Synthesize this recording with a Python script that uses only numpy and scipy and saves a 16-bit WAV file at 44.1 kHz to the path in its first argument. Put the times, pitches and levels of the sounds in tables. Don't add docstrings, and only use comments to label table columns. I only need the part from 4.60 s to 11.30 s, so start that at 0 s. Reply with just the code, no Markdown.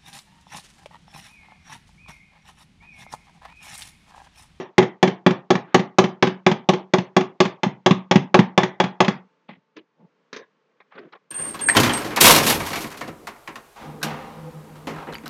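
import sys
import numpy as np
from scipy import signal
from scipy.fft import rfft, irfft, next_fast_len
from scipy.io import wavfile
from scipy.ndimage import uniform_filter1d, map_coordinates

SR = 44100
rng = np.random.default_rng(int(sys.argv[2]) if len(sys.argv) > 2 else 0)


def output_pcm(signal):
    pcm = np.clip(np.atleast_2d(signal).T, -1, 1) * 32767
    wavfile.write(sys.argv[1], SR, np.round(pcm).astype(np.int16))


def invert_db(level):
    return 10 ** (np.asarray(level, dtype=float) / 20)


N = 295690
LEAD, RING = SR // 10, 12288


def unit(x):
    return x / np.sqrt(np.mean(x ** 2) + 1e-20)


def along(points, hz):
    f, v = np.transpose(points)
    return np.interp(np.log(hz + 1), np.log(f + 1), v)


def noise(spectrum, size):
    m = next_fast_len(size + 8192)
    white = rfft(rng.standard_normal(m))
    colour = invert_db(along(spectrum, np.fft.rfftfreq(m, 1 / SR)))
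    return unit(irfft(white * colour, m)[:size])


def ring(modes, attack, scatter_db, phase, detune):
    hz, db, t60 = np.transpose(modes)[:, :, None]
    t = np.arange(RING) / SR
    strength, shift = rng.standard_normal((2, len(modes), 1))
    decay = invert_db(db + scatter_db * strength - 60 * t / t60)
    each = decay * np.sin(2 * np.pi * hz * (1 + detune * shift) * t + phase)
    return each.sum(0) * (1 - np.exp(-t / attack))


# frequency in Hz, t60 in seconds.
ROOM_DECAY = [(150, 0.24), (400, 0.26), (900, 0.3), (2000, 0.25), (4000, 0.22), (6000, 0.2), (8000, 0.17)]


def room(x, wet_db, size):
    burst = x[:1024] * np.exp(-np.arange(1024) / SR / 0.031)
    colour = np.sqrt(np.abs(uniform_filter1d(np.abs(rfft(burst)) ** 2, size)))
    hz, t, z = signal.stft(rng.standard_normal(RING), SR, nperseg=1024)
    decay = invert_db(-60 * t / along(ROOM_DECAY, hz)[:, None])
    tail = signal.istft(z * colour[:, None] * decay, SR, nperseg=1024)[1][:RING]
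    tail = tail * (1 - np.exp(-np.arange(RING) / SR / 0.01))
    return x + invert_db(wet_db) * tail * np.linalg.norm(burst) / np.linalg.norm(tail)


# frequency in Hz, level in dB, t60 in seconds.
UPPER_MODES = [(547.8, -1.5, 0.048), (603.2, -0.5, 0.049), (766.5, 0, 0.05), (834, -2, 0.07),
               (882, -2.5, 0.027), (1021.5, -7, 0.05), (1122.5, -3, 0.052), (1223, -8.5, 0.05),
               (1560, -15, 0.05), (1700, -11, 0.061), (2000, -12, 0.04), (2357, -9.5, .035),
               (2790, -14, .035), (3405, -10.5, 0.044)]


def contacts(rows, spectrum, base, second, low_db, second_db, upper_db, crack_db, crack_rise, crack_t60,
             wet_db, low_wet_db):
    out, t = np.zeros(LEAD + N + RING), np.arange(RING) / SR
    for s, db, low, mid, top, hard in rows:
        colour = [(hz, level + hard * np.log2(max(hz / 2500, 1))) for hz, level in spectrum]
        crack = noise(colour, RING) * invert_db(crack_db - 60 * t / crack_t60) * (1 - np.exp(-t / crack_rise))
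        crack += invert_db(top + upper_db) * ring(UPPER_MODES, attack=0.003, scatter_db=1.55, phase=0, detune=0.013)
        body = invert_db(low + low_db) * ring(base, attack=0.004, scatter_db=3.5, phase=np.pi, detune=0.0042)
        body += invert_db(mid + second_db) * ring(second, attack=0.0057, scatter_db=2.5, phase=np.pi / 4,
                                            detune=0.0037)
        contact = room(crack, wet_db, size=5) + room(body, low_wet_db, size=1)
        out[LEAD + round(s * SR):][:RING] += invert_db(db) * contact
    return out[LEAD:LEAD + N]


# frequency in Hz, density in dB per Hz.
RIM_CRACK = [(530, -22.5), (900, -2.5), (1220, -10), (1470, -13.5), (1800, -8.5), (2270, -9.5),
             (2870, -12.5), (3330, -10.5), (4420, -19), (6550, -20.5), (10000, -42.5), (13000, -86),
             (22000, -120)]
# frequency in Hz, level in dB, t60 in seconds.
PITCHER_LOW = [(131.8, -11, 0.097), (186.3, 3.5, 0.056), (186.8, -16.5, 0.25), (209, -27.5, 0.19),
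               (248, -8, 0.11)]
# frequency in Hz, level in dB, t60 in seconds.
PITCHER_SECOND = [(368.5, 1.5, 0.099), (351.5, -19, 0.26), (373.7, -11, 0.24), (470, -7, 0.09)]
# start in seconds, crack in dB, ring in dB, hardness in dB per octave.
BLOWS = [(-.06, -7, -10.5, 2.5), (0.181, -1.5, -7, -3), (0.4278, -5, -8.5, -1.5), (0.6636, -6, -8.5, -3.5),
         (0.9042, -9.5, -9.5, 2), (1.1441, -2, -8.5, -0.6), (1.3847, -1.5, -7, 0.3), (1.6251, -3, -10, -3),
         (1.8642, -3.5, -9, -2), (2.0886, -5.5, -9.5, -1), (2.3361, -5.5, -11, -0.5),
         (2.565, -6.5, -8.5, 0.5), (2.803, -4.5, -9.5, 1), (3.0326, -10.5, -19.5, -1.2),
         (3.2612, -4, -9.5, 0), (3.5112, -3, -13, -2.3), (3.743, -3.5, -8, -2.1), (3.9767, -4.5, -9, -0.8),
         (4.2, -8, -14, -1), (4.404, -3.5, -10, 0.6)]


def blows():
    cleaner_db_per_s = 0.85
    rows = []
    for s, db, ring_db, hard in BLOWS:
        upper_db = -1 + 0.7 * (ring_db + 10.5) + cleaner_db_per_s * (s - 2)
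        rows.append((s, db, ring_db - db, ring_db + 1.5 - db, upper_db - db, hard))
    return contacts(rows, RIM_CRACK, PITCHER_LOW, PITCHER_SECOND, low_db=3, second_db=1.5, upper_db=-4.5,
                    crack_db=-3.5, crack_rise=0.00059, crack_t60=0.048, wet_db=-7.5, low_wet_db=-8.5)


# frequency in Hz, level in dB, t60 in seconds.
BASE_THUD = [(133, -12, .08), (178, -2, 0.065), (203, 0, .07), (186.9, -16.5, .3), (250, -2, 0.036),
             (320, -13, 0.052)]
# start in seconds, crack in dB, thud in dB, wall modes in dB.
BOUNCES = [(-.015, -27.5, -32, -28), (0.226, -17, -15, -15), (0.4753, -14.5, -15, -17.5),
           (0.707, -17.5, -16, -25.5), (0.9524, -15, -17, -33.5), (1.1939, -18, -13.5, -19),
           (1.4396, -14, -12, -18), (1.6704, -15, -13, -19.5), (1.914, -12.5, -14.5, -22.5),
           (2.135, -16.5, -15, -16), (2.383, -16, -14.5, -32.5), (2.608, -18.5, -24, -24.5),
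           (2.8529, -16.5, -18, -24), (3.0631, -29.5, -16, -39.5), (3.3086, -9.5, -2.5, -23),
           (3.5565, -7.5, -4, -20), (3.7901, -7.5, -1.5, -17), (4.0319, -10.5, -16.5, -16),
           (4.2388, -16.5, -14.5, -25), (4.4461, -16, -32, -20), (4.4807, -10, -10.5, -23.5)]


def bounces():
    rows = [(s, db, thud_db - db, wall_db - db, -1, -3.5) for s, db, thud_db, wall_db in BOUNCES]
    return contacts(rows, RIM_CRACK, BASE_THUD, PITCHER_SECOND, low_db=3.0, second_db=2.0, upper_db=-6.5,
                    crack_db=-2.5, crack_rise=0.00092, crack_t60=0.049, wet_db=-7.5, low_wet_db=-11)


# frequency in Hz, density in dB per Hz.
HISS_COLOUR = [(35, -94), (60, -41.5), (168, -4), (388, -11), (440, -1.5), (712, -16), (1110, -8.5),
               (1230, -12), (2610, -19.5), (6300, -32.5), (9000, -35), (11700, -78.5), (19800, -120)]
# time in seconds, level in dB.
HISS_LEVEL = [
    (4.7, -67.5),
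    (5.048, -72),
    (5.24, -73.5),
    (5.61, -68),
    (6.15, -70),
    (6.39, -68),
    (6.57, -69),
    (6.7, -71),
]


def floor():
    return noise(HISS_COLOUR, N) * invert_db(np.interp(np.arange(N) / SR, *np.transpose(HISS_LEVEL)))


# frequency in Hz, level in dB, t60 in seconds.
POT_MODES = [(888, -69, 5)]


def pot():
    push, t = np.zeros(N), np.arange(2 * SR) / SR
    for s, db, *_ in BLOWS[1:] + BOUNCES[1:]:
        push[round(s * SR)] = invert_db(db)
    hum = sum(invert_db(db - 60 * t / t60) * np.sin(2 * np.pi * hz * t) for hz, db, t60 in POT_MODES)
    return signal.fftconvolve(push, hum)[:N]


def resonate(x, hz, width_hz):
    return unit(signal.lfilter(*signal.iirpeak(hz, hz / width_hz, SR), x))


def strokes(rows, friction, width):
    out = np.zeros(N)
    for s, rise, fall, db, hz in rows:
        on = np.arange(round((s - rise) * SR), round((s + fall) * SR))
        away = np.interp(on / SR, [s - rise, s, s + fall], [1, 0, 1])
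        out[on] += resonate(friction[on], hz, width * hz) * invert_db(db - 36 * away ** 1.5)
    return out


# frequency in Hz, density in dB per Hz.
DRAG_COLOUR = [(90, -29.5), (140, 2), (700, -0.5), (1000, -30)]
# frequency in Hz, density in dB per Hz.
RUB_COLOUR = [(400, -14.5), (700, -2), (3500, -7), (4800, -21.5), (7000, -47.5)]
# peak in seconds, rise in seconds, fall in seconds, level in dB, centre in Hz.
DRAGS = [(1.085, .07, 0.42, -60.5, 301.6), (4.897, 0.018, 0.084, -42.5, 190),
         (5.172, 0.018, 0.08, -41.5, 320), (5.4, .03, .08, -65, 160), (5.445, 0.089, .035, -51, 176),
         (5.42, 0.11, 0.15, -65, 447), (5.735, 0.016, 0.071, -55, 427), (5.81, 0.069, 0.06, -47, 427),
         (6.066, .06, 0.03, -75, 437), (6.126, .07, .12, -74, 440), (6.36, .025, .12, -55, 186),
         (6.386, .07, .1, -44.5, 420), (6.46, .1, .06, -47, 330), (6.55, 0.044, 0.03, -48, 416)]
# peak in seconds, rise in seconds, fall in seconds, level in dB, centre in Hz.
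RUBS = [(1.082, 0.054, 0.3, -53.5, 1410), (4.893, 0.017, .1, -49, 2480), (5.171, .016, 0.063, -49, 2500),
        (5.766, 0.048, 0.039, -41, 2000), (6.19, .1, .03, -67.5, 1640), (6.326, 0.026, 0.12, -51, 1430),
        (6.385, 0.078, 0.12, -51, 1420), (6.46, 0.11, 0.094, -56.5, 1410),
        (6.523, 0.005, 0.059, -43.5, 1270)]
# peak in seconds, rise in seconds, fall in seconds, level in dB, centre in Hz.
BRUSHES = [(4.9, 0.011, 0.094, -52, 2030), (5.42, 0.092, 0.1, -61.5, 880), (5.785, 0.024, .12, -53, 1050),
           (5.79, 0.036, 0.11, -50, 1680), (6.1, .1, 0.13, -71, 453)]


def scuffs():
    catches = map_coordinates(rng.standard_normal(1000), [np.arange(N) / SR * 110])
    drag = noise(DRAG_COLOUR, N)
    rub = unit(invert_db(4.5 * catches) * noise(RUB_COLOUR, N))
    return strokes(DRAGS, drag, width=0.3) + strokes(RUBS, rub, width=0.51) + strokes(BRUSHES, rub, width=0.065)


# frequency in Hz, density in dB per Hz.
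KNOCK_CRACK = [(410, -47), (700, -48), (1040, 3), (1490, -11.5), (1660, -2.5), (2320, -5), (3060, -16),
               (3670, -9), (6330, -18.5), (9000, -48), (11700, -91), (19800, -120)]
# frequency in Hz, level in dB, t60 in seconds.
HANDLE_MODES = [(272, -4.5, 0.062), (432, 16.5, 0.024), (504, -8.5, 0.054)]
# start in seconds, crack in dB, low modes in dB over it,
# handle modes in dB over it, hardness in dB per octave.
KNOCKS = [(4.8897, -37, -6, -19, -9), (4.969, -61, 10, -3, 1), (5.0104, -72, 9, -5, -2),
          (5.166, -36, -16, -8, -1), (5.7288, -27, -22, -2, 2), (5.7626, -26.5, -36, -9, 2),
          (6.051, -67, -10, 6, -2), (6.203, -42, -25, -17, -7.5), (6.321, -43.5, -19, -30, -7.5),
          (6.3527, -41.5, -7.5, -11, -6.5), (6.389, -41, -24, 1, -3), (6.5239, -40.5, -22, -21, -2),
          (6.5514, -41.5, -29, -27, -8)]


def knocks():
    rows = [(s, db, low, mid, -17.5 - 4.3 * hard, hard) for s, db, low, mid, hard in KNOCKS]
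    return contacts(rows, KNOCK_CRACK, PITCHER_LOW, HANDLE_MODES, low_db=3.5, second_db=3.0, upper_db=-20,
                    crack_db=-5.5, crack_rise=0.0003, crack_t60=0.083, wet_db=-8, low_wet_db=-4.5)


# frequency in Hz, threshold in dB over the knee.
GATE_KNEE = [(200, -2.5), (1000, -5), (3000, -11.5), (8000, -14)]


def gate(x, knee_db, soft_db, depth_db):
    hz, t, z = signal.stft(x, SR, nperseg=512, noverlap=384)
    power = uniform_filter1d(uniform_filter1d(np.abs(z) ** 2, size=7, axis=0), size=5, axis=1)
    over = 10 * np.log10(np.abs(power) + 1e-16) - knee_db - along(GATE_KNEE, hz)[:, None]
    shut = 1 / (1.0 + np.exp(np.clip(over / soft_db, -30, 30)))
    return signal.istft(z * invert_db(-depth_db * shut), SR, nperseg=512, noverlap=384)[1][:N]


def scene():
    impacts = blows() + bounces() + knocks()
    mix = gate(impacts, knee_db=-69, soft_db=0.5, depth_db=12.0) + floor() + pot() + scuffs()
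    return mix[None]


# frequency in Hz, gain in dB.
MIC_RESPONSE = [(40, -44.5), (90, -17.5), (130, 0.5), (6500, -1), (8500, -12.5), (10000, -56)]


def microphone(x):
    m = 8192
    cepstrum = irfft(np.log(invert_db(along(MIC_RESPONSE, np.fft.rfftfreq(m, 1 / SR))) + 1e-6), m)
    cepstrum[1:m // 2] *= 2
    cepstrum[m // 2 + 1:] = 0
    response = irfft(np.exp(rfft(cepstrum)), m)[:m // 2]
    return signal.fftconvolve(x, response)[:len(x)]


def top_cut(x):
    return signal.sosfilt(signal.butter(12, 16580, fs=SR, output="sos"), x)


def record(dry):
    x = microphone(dry[0])
    x = x / (1 + np.abs(x) ** 20) ** (1 / 20)
    return top_cut(x[None])


dry = scene()
out = record(dry)
output_pcm(out)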